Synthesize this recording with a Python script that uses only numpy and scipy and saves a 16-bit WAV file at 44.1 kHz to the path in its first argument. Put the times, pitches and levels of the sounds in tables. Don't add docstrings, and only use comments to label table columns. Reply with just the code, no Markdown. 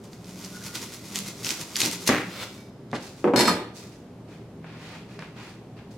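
import sys
import numpy as np
from scipy import signal
from scipy.fft import rfft, irfft
from scipy.io import wavfile

SR = 44100
rng = np.random.default_rng(int(sys.argv[2]) if len(sys.argv) > 2 else 0)


def store_wav(level_fs):
    pcm = np.round(np.clip(np.atleast_2d(level_fs), -1, 1) * 32767)
    wavfile.write(sys.argv[1], SR, pcm.T.astype(np.int16))


N = 263277
TIME = np.arange(N) / SR
STEREO_SPLIT_HZ = 2800
LEFT_RIGHT = np.array([[1], [-1]])


def amp(db):
    return 10 ** (np.asarray(db) / 20)


def rms_one(x):
    return x / np.sqrt(np.mean(x ** 2) + 1e-20)


def gain_curve(rows):
    s, level_db = np.transpose(rows)
    return amp(np.interp(TIME, s, level_db)) * (TIME >= s[0]) * (TIME <= s[-1])


def at_hz(points, hz):
    f, value = np.transpose(points)
    return np.interp(np.log(np.maximum(hz, 1)), np.log(f), value)


def butter(x, hz, kind, order=2):
    hz = np.clip(hz, 10, SR / 2 - 1000)
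    return signal.sosfilt(signal.butter(order, hz, kind, fs=SR, output="sos"), x)


def fade(t, t60):
    return np.exp(-np.log(1000) * t / t60)


def coloured(x, spectrum):
    size = 4096
    cepstrum = irfft(np.log(amp(at_hz(spectrum, np.fft.rfftfreq(size, 1 / SR)))))
    cepstrum[1:size // 2] *= 2
    cepstrum[size // 2 + 1:] = 0
    kernel = irfft(np.exp(rfft(cepstrum)))
    return signal.fftconvolve(np.atleast_2d(x), kernel[None], axes=1)[:, :x.shape[-1]]


def diffuse(size):
    mid, side = rng.standard_normal((2, size))
    return mid + butter(side, STEREO_SPLIT_HZ, "high", order=1) * LEFT_RIGHT


def wobble(size, hz):
    return rms_one(butter(rng.standard_normal(size), hz, "low"))


def add(out, s, sound):
    at = round(s * SR)
    out[:, at:at + sound.shape[-1]] += sound[..., :N - at]


def grains(per_s, spread_db, colour, width):
    born = rng.random(N) < per_s / SR
    size = amp(spread_db * np.minimum(rng.exponential(1, N), 4)) * rng.choice([-1, 1], N)
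    ticks = born * size
    side = width * butter(ticks * rng.uniform(-1.08, 1, N), STEREO_SPLIT_HZ, "high")
    return rms_one(coloured(ticks + side * LEFT_RIGHT, colour))


BUILD_UP_DB = 30.5


def swells(rows, fall_db_per_s):
    power = 0
    for s, db, build_s in rows:
        below_db = np.maximum(BUILD_UP_DB * (s - TIME) / build_s, fall_db_per_s * (TIME - s))
        power = power + amp(db - np.minimum(below_db, 120)) ** 2
    return np.sqrt(power)


LOWEST_MODE_HZ = 86
BUZZ_HZ = 220


def blows(rows, modes, colour, dense_db, dense_t60, tick_db, buzz=0):
    out, t = np.zeros((2, N)), TIME[:SR * 3 // 4]
    hz, level_db, t60 = np.transpose(modes)
    shapes = np.sin(2 * np.pi * hz[:, None] * t) * fade(t, t60[:, None])
    signs = (-1) ** np.arange(len(hz))
    early = SR // 50

    def levelled(x):
        return x / x[:, :early].std()

    for s, db, bright_hz in rows:
        lean = rng.uniform(-1.05, 1, len(hz)) * hz / np.hypot(hz, STEREO_SPLIT_HZ)
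        strength = signs * amp(level_db + rng.normal(0, 1, len(hz)))
        ring = (strength * [1 + lean, 1 - lean]) @ shapes
        ring = ring * (1 + buzz * wobble(len(t), BUZZ_HZ))
        dense = coloured(diffuse(len(t)) * fade(t, dense_t60), colour)
        tick = coloured(1. * (t == 0), colour)
        hit = levelled(ring) + amp(dense_db) * levelled(dense) + amp(tick_db) * levelled(tick)
        hit = butter(hit, bright_hz, "low")
        add(out, s, amp(db) * levelled(hit))
    return butter(out, LOWEST_MODE_HZ, "high", order=3)


# freq_hz, density_db
RUMBLE_COLOUR = [(22, -24), (115, -5.5), (205, -2), (347, -7.5), (496, -12), (602, -14.5), (1760, -31),
                 (5030, -40), (14700, -52.5), (16000, -93)]
# pitch_hz, width_hz, level_db
HUMS = [(115.9, 9.4, -52), (399, 22.6, -57.5)]


def background():
    out = amp(-45) * rms_one(coloured(diffuse(N), RUMBLE_COLOUR))
    for hz, width_hz, db in HUMS:
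        band = [hz - width_hz / 2, hz + width_hz / 2]
        hum = butter(rng.standard_normal(N + SR), band, "band")[SR:]
        out = out + amp(db) * rms_one(hum)
    return out


# middle_s, length_s, pitch_hz, glide_hz_per_s, level_db
ENGINE_PULLS = [(0.467, 0.93, 185, 26.5, -45), (1.186, 0.38, 197, 11, -43.5),
                (2.197, 0.75, 183.8, 23.5, -45), (4.94, 2.9, 161.4, -5, -51.5)]
ENGINE_WAVER_DB, ENGINE_WAVER_HZ = -3.5, 8


def far_engine():
    out = 0
    for middle, length, hz, glide_hz_per_s, db in ENGINE_PULLS:
        t = TIME - middle
        arch = np.cos(np.pi * np.clip(t / length, -.5, .5))
        note = np.sin(2 * np.pi * np.cumsum(hz + glide_hz_per_s * t) / SR)
        out = out + amp(db) * arch * rms_one(note)
    return out * amp(ENGINE_WAVER_DB * wobble(N, ENGINE_WAVER_HZ))


# freq_hz, t60_s
ROOM_T60 = [(100, 0.26), (400, 0.65), (1500, 0.48), (4500, 0.52), (9000, 0.16), (16000, 0.49)]


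def kitchen(x, wet_db, delay_s):
    t, edges = TIME[:SR * 3 // 4], np.geomspace(70, 18000, 9)
    tail = 0
    for lo, hi in zip(edges, edges[1:]):
        t60 = at_hz(ROOM_T60, np.sqrt(lo * hi))
        tail = tail + butter(diffuse(len(t)), [lo, hi], "band") * fade(t, t60)
    tail = tail * np.minimum(t / delay_s, 1) ** 2
    tail = tail / np.sqrt(np.sum(tail ** 2) / 2)
    return x + amp(wet_db) * signal.fftconvolve(x, tail, axes=1)[:, :N]


# start_s, level_db, brightness_hz
TAPS = [(4.644, -47, 2000), (5.191, -42.5, 2480), (5.224, -43, 3000), (5.79, -55, 5030)]
# pitch_hz, level_db, t60_s
TAP_MODES = [(756, 3.9, 0.053), (1440, 6, 0.077), (1750, 1.8, 0.08), (2270, 2.6, 0.09)]
# freq_hz, density_db
DULL_RUB_COLOUR = [(100, -7), (900, 6.5), (1600, 5), (2400, 5.5), (3200, -1), (4700, -5.5), (8000, -24),
                   (16000, -48)]


def stalk_taps():
    return blows(TAPS, TAP_MODES, DULL_RUB_COLOUR, dense_db=4, dense_t60=0.15, tick_db=5.5)


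RUB_ATTACK_SHARE, RUB_RELEASE_T60 = 0.63, 0.43


def stroke(start, length):
    t = TIME - start
    attack = np.sin(np.pi / 2 * np.clip(t / (RUB_ATTACK_SHARE * length), 0, 1)) ** 2
    return attack * fade(np.clip(t - length, 0, 2), RUB_RELEASE_T60)


# start_s, length_s, level_db, crispness_db
RUBS = [(2.977, 0.096, -54.5, 9.5), (3.152, 0.048, -62, 9.5), (3.731, 0.064, -58, 14),
        (3.817, 0.013, -57.5, 2), (3.908, 0.025, -64, 8.5), (4.254, 0.091, -58.5, -2),
        (4.593, 0.18, -54.5, -11), (4.717, 0.24, -49.5, -4), (5.056, 0.096, -56.5, -3),
        (5.192, 0.034, -51, -6), (5.338, 0.077, -49.5, -6.5), (5.395, 0.096, -53.5, -1.5),
        (5.758, 0.022, -57, -11), (5.904, 0.011, -64, 9)]
# freq_hz, density_db
CRISP_RUB_COLOUR = [(1000, -29), (4500, -0.5), (6500, -3), (9000, -8.5), (15000, -19.5)]
# peak_s, level_db, build_up_s
TUMBLE = [(2.957, -35, 0.059)]
# freq_hz, density_db
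SLIDE_COLOUR = [(290, -29), (500, -6.5), (788, -15.5), (922, -16), (1410, -9), (1720, -15), (2100, -13),
                (3610, -13.5), (15000, -31.5)]
TUMBLE_FALL_DB_PER_S, TUMBLE_TOP_HZ = 418, 8000


def handling():
    rubs = np.array([amp(db) * stroke(s, length) for s, length, db, _ in RUBS])
    crispness = amp(np.array(RUBS)[:, -1:])
    dull_gain = amp(3.5) * np.linalg.norm(rubs, axis=0)
    dull = dull_gain * grains(per_s=5000, spread_db=0, colour=DULL_RUB_COLOUR, width=1.8)
    crisp_gain = amp(-3.0) * np.linalg.norm(rubs * crispness, axis=0)
    crisp = crisp_gain * grains(per_s=2500, spread_db=2.5, colour=CRISP_RUB_COLOUR, width=1.27)
    tumble_gain = swells(TUMBLE, TUMBLE_FALL_DB_PER_S)
    tumble = tumble_gain * grains(per_s=720, spread_db=-1.5, colour=SLIDE_COLOUR, width=0.89)
    return dull + crisp + butter(tumble, TUMBLE_TOP_HZ, "low")


# start_s, level_db, brightness_hz
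THUDS = [(3.2425, -17, 2420), (3.2755, -20.5, 1800), (3.3368, -16, 2800), (3.393, -27, 910),
         (3.421, -23.5, 730), (3.497, -37, 400), (3.60, -34, 1240)]
# pitch_hz, level_db, t60_s
COUNTER_MODES = [(278, -1, 0.16), (340, -0.5, 0.046), (373.7, 1.5, 0.18), (480, -4.5, 0.34),
                 (576, -15, 0.2), (744, -9.5, 0.18), (1268, -9.5, 0.067), (1525, -13, 0.13)]
# freq_hz, density_db
COUNTER_COLOUR = [(70, -33), (160, -12), (270, 4), (380, 1), (480, -3), (650, -12), (950, -9.5),
                  (1400, -23.5), (2500, -26), (4000, -36.5), (10000, -30.5)]


def handle_thuds():
    return blows(THUDS, COUNTER_MODES, COUNTER_COLOUR, dense_db=1.5, dense_t60=0.16, tick_db=-2.0)


# start_s, level_db, brightness_hz
CLATTER = [(3.3605, -20, 12000), (3.378, -20, 8000), (3.3925, -19.5, 14200), (3.407, -17, 10100),
           (3.4545, -23, 8950), (3.474, -24.5, 12800), (3.4785, -19.5, 11800), (3.494, -30, 12000)]
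# pitch_hz, level_db, t60_s
BLADE_MODES = [(598, -2, .22), (680, -6, .2), (874, -3, .16), (938, -3, .16), (1215, -7, .2),
               (1605, -8, .15), (1741, -8, .18), (1940, -7, .2), (2290, -8, .22), (2450, -9, .25),
               (2945, -10, .16), (3620, -2, .19), (3728, -7, .2), (3880, -6, .14), (4305, 7.5, .19),
               (4510, -6, .16), (4824, -6, .14), (4985, -6, .22), (5238, 1, .16), (5626, -6, .12),
               (6560, -10, .18), (7115, -10, .14), (7950, -3.5, .13), (11400, -6, .1)]
# freq_hz, density_db
BLADE_COLOUR = [(120, -12), (200, -3), (579, -9), (763, -15), (968, -6), (1080, -19.5), (1370, -12.5),
                (3200, -20.5), (4350, -23.5), (6300, -23.5), (12000, -25), (16000, -35)]


def blade_clatter():
    return blows(CLATTER, BLADE_MODES, BLADE_COLOUR, dense_db=-0.5, dense_t60=0.21, tick_db=-4, buzz=.35)


# start_s, level_db, brightness_hz
SLAPS = [(3.4785, -20.5, 3570), (3.4945, -22, 3570)]
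# pitch_hz, level_db, t60_s
SLAP_MODES = [(992, -4.5, 0.036), (1020, -4, 0.033), (1214, -4, 0.065), (1285, -9, 0.063)]


def flat_slaps():
    return blows(SLAPS, SLAP_MODES, BLADE_COLOUR, dense_db=-3.5, dense_t60=0.45, tick_db=-26.0)


# start_s, level_db, brightness_hz
FLICKS = [(2.43, -49.5, 9000), (2.578, -52.5, 4930)]
# pitch_hz, level_db, t60_s
FREE_BLADE_MODES = [(2288, 2.5, .42), (3714, -2, .55), (4300, -3, .35), (4985, -5, 1.2), (5238, 1, .62),
                    (5857, -1.5, .6), (7967, 2, .14)]


def blade_flicks():
    return blows(FLICKS, FREE_BLADE_MODES, BLADE_COLOUR, dense_db=-1, dense_t60=0.077, tick_db=-15)


# start_s, level_db, brightness_hz
CHOPS = [(1.832, -33.5, 510), (1.858, -32, 412), (2.0912, -17, 5050), (2.099, -20.5, 388),
         (2.122, -28, 2000), (2.135, -30, 400), (2.178, -31.5, 910), (2.931, -26.5, 1470),
         (2.948, -32, 900)]
# pitch_hz, level_db, t60_s
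BOARD_MODES = [(168, -8, 0.17), (224, -14, 0.31), (261, 7.5, 0.087), (304.7, 2, 0.22), (400, -11, 0.097),
               (500, -7, 0.14), (574, 0, 0.13), (813, -2.5, 0.24), (1179, 5, 0.1), (1966, 2, 0.26),
               (2170, -7, 0.16), (2220, -12, 0.26)]
# freq_hz, density_db
BOARD_COLOUR = [(80, -9), (160, -3.5), (260, 1.5), (350, -1.5), (480, -2.5), (680, -2.5), (1100, -8),
                (1400, -7), (1900, -5.5), (2600, -12), (3500, -15), (6000, -22), (12000, -26)]


def board_chops():
    return blows(CHOPS, BOARD_MODES, BOARD_COLOUR, dense_db=4.5, dense_t60=0.24, tick_db=3.0)


# slip_s, level_db, build_up_s
SQUEAKS = [(.572, -43.5, 0.095), (.618, -50, .05), (.69, -47, .13), (.765, -46, 0.054)]
SQUEAK_HZ, SQUEAK_SAG_HZ_PER_S, SQUEAK_FALL_DB_PER_S = 1465, 200, 502
SQUEAK_JITTER_HZ, SQUEAK_ROUGH_HZ = 45, 150


def squeak():
    sag = SQUEAK_SAG_HZ_PER_S * (TIME - SQUEAKS[0][0])
    hz = SQUEAK_HZ - sag + SQUEAK_JITTER_HZ * wobble(N, SQUEAK_ROUGH_HZ)
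    note = np.sin(2 * np.pi * np.cumsum(hz) / SR) * (1 + wobble(N, SQUEAK_ROUGH_HZ) / 2)
    return swells(SQUEAKS, SQUEAK_FALL_DB_PER_S) * rms_one(note)


def scraped(x, ring_db, t60):
    t = TIME[:SR // 10]
    steel = sum(np.sin(2 * np.pi * hz * t) for hz, _, _ in FREE_BLADE_MODES) * fade(t, t60)
    singing = signal.fftconvolve(x, steel[None], axes=1)[:, :N]
    return x + amp(ring_db) * x.std() * rms_one(singing)


# time_s, level_db
DRAW = [(2.24, -58), (2.32, -45.5), (2.39, -40.5), (2.435, -34.5), (2.46, -48), (2.58, -69), (2.76, -87)]


def blade_draw():
    slide = amp(0.4) * gain_curve(DRAW) * grains(per_s=4000, spread_db=0.5, colour=SLIDE_COLOUR, width=0.94)
    return scraped(slide, ring_db=-10.5, t60=0.069)


# peak_s, level_db, build_up_s
GRINDS = [(2.125, -25.5, 0.042), (2.158, -34, 0.086)]
# freq_hz, density_db
GRIND_COLOUR = [(300, -29), (1300, -3.5), (1700, -5.5), (1840, -1.5), (2050, -2.5), (2450, -5.5),
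                (3500, -16.5), (12000, -33.5)]


def board_grind():
    return swells(GRINDS, fall_db_per_s=168) * grains(per_s=2000, spread_db=5.5, colour=GRIND_COLOUR, width=0.49)


# start_s, level_db, pitch_hz
SNAPS = [(0.132, -31, 4270), (0.2443, -35, 5000), (.447, -23.5, 5870), (0.7541, -20, 4600),
         (.82, -23, 9000), (1.1581, -9.5, 7200), (1.164, -19, 8000), (1.189, -14, 8450),
         (1.447, -13.5, 5100), (1.4674, -14.5, 3000), (1.491, -12.5, 4500), (1.506, -8.5, 4370),
         (1.606, -31, 5960), (1.7575, -10, 4570), (1.7662, -11.5, 6500), (1.7725, -16, 5500),
         (1.801, -19, 8000), (1.804, -9, 5000), (1.8166, -7, 4220), (1.835, -13, 3800), (1.851, -18, 5500),
         (1.86, -12.5, 7140), (1.8715, -28, 7000), (1.887, -31, 3000), (1.913, -17.5, 9000),
         (1.923, -23, 9000), (1.9288, -30, 6000), (1.957, -27, 7000), (2.075, -13, 6000),
         (2.0772, -5, 5670), (2.088, -15, 5000), (2.092, -12, 5000), (2.915, -33, 4000), (5.193, -34, 4500)]
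# freq_hz, density_db
SNAP_COLOUR = [(60, -70), (900, -18.5), (2000, 3), (3500, 3), (6000, 5), (8500, -3.5), (12000, -3),
               (16000, -17)]


def snaps(tear_db, tear_t60, ring_db, pan_db):
    out, t = np.zeros((2, N)), TIME[:SR // 20]
    for s, db, hz in SNAPS:
        tearing = amp(tear_db) * rng.standard_normal(len(t)) * fade(t, tear_t60)
        crack = coloured((t == 0) + tearing, SNAP_COLOUR)
        crack = crack + amp(ring_db) * butter(crack, [hz / 1.1, hz * 1.1], "band", order=1)
        crack = butter(crack, 2.04 * hz, "low")
        pan = amp(pan_db * rng.standard_normal() * LEFT_RIGHT)
        add(out, s, amp(db) * pan * crack / np.abs(crack).max())
    return out


# time_s, level_db
PRESSURE = [(0, -65), (.22, -62.5), (.36, -51.5), (1.35, -55), (1.8, -66), (2.09, -55), (2.28, -53.5),
            (2.56, -54.5), (2.7, -68)]
# give_way_s, level_db, build_up_s
STALKS = [(.04, -51.5, 0.012), (.135, -51.5, 0.044), (.295, -47, 0.13), (.45, -42.5, 0.22),
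          (.565, -44.5, 0.13), (.67, -38, 0.13), (.755, -31.5, 0.04), (.83, -36, 0.051), (.945, -42, 0.19),
          (1.055, -45.5, 0.11), (1.18, -33.5, 0.18), (1.28, -37.5, 0.13), (1.46, -31.5, 0.038),
          (1.515, -30.5, 0.21), (1.615, -35.5, 0.14), (1.805, -26.5, 0.055), (1.856, -26, 0.23),
          (1.93, -31.5, 0.024), (2.025, -39, 0.057), (2.077, -21, 0.028)]
# freq_hz, density_db
SKIN_COLOUR = [(150, -26), (800, -37), (2000, 2.5), (3000, -1.5), (4500, 1.5), (6200, 2), (8500, -4),
               (12000, -7), (16000, -15.5)]
PULP_COLOUR = [(50, -56.5), (150, 10), (300, 13), (650, 1.5), (950, 6), (1500, 5), (2300, -37.5),
               (3500, -39), (7000, -34)]
GIVE_WAY_DB_PER_S = 336
BOARD_REACHED_S, STOP_DB_PER_S = 2.081, 696
CLUMP_DB, CLUMP_HZ = 1.5, 130
FIBRE_LOW_HZ = 3000


def cutting():
    stop = amp(-STOP_DB_PER_S * np.clip(TIME - BOARD_REACHED_S, 0, .1))
    push = np.hypot(gain_curve(PRESSURE), swells(STALKS, GIVE_WAY_DB_PER_S) * stop)
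    clumps = amp(CLUMP_DB * wobble(N, CLUMP_HZ))
    crackle = clumps * push * grains(per_s=2400, spread_db=1.5, colour=SKIN_COLOUR, width=0.62)
    ticks = grains(per_s=92, spread_db=0.5, colour=SNAP_COLOUR, width=0.8)
    fibres = amp(-13.0) * push * butter(ticks, FIBRE_LOW_HZ, "high", order=1)
    pulp = grains(per_s=1500, spread_db=3.5, colour=PULP_COLOUR, width=1)
    mush = amp(-15.0) * push ** 0.8 * pulp
    return crackle + fibres + mush


def scene():
    knocks = handle_thuds() + blade_clatter() + flat_slaps() + blade_flicks() + board_chops()
    knocks = knocks * amp(-0.071 * LEFT_RIGHT)
    onions = stalk_taps() + handling() + squeak() + blade_draw() + board_grind() + cutting()
    onions = onions + snaps(tear_db=-11.5, tear_t60=0.0084, ring_db=2.0, pan_db=2.5)
    near = kitchen(onions, wet_db=-6.5, delay_s=0.0017) + kitchen(knocks, wet_db=-10.0, delay_s=0.0063)
    return background() + far_engine() + near


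PEAK_LIMIT, CUTOFF_HZ = 0.6, 16100


def record(dry):
    rounded = dry / (1 + (dry / PEAK_LIMIT) ** 4) ** (1 / 4)
    return signal.sosfilt(signal.ellip(10, .1, 90, CUTOFF_HZ, fs=SR, output="sos"), rounded)


dry = scene()
out = record(dry)
store_wav(out)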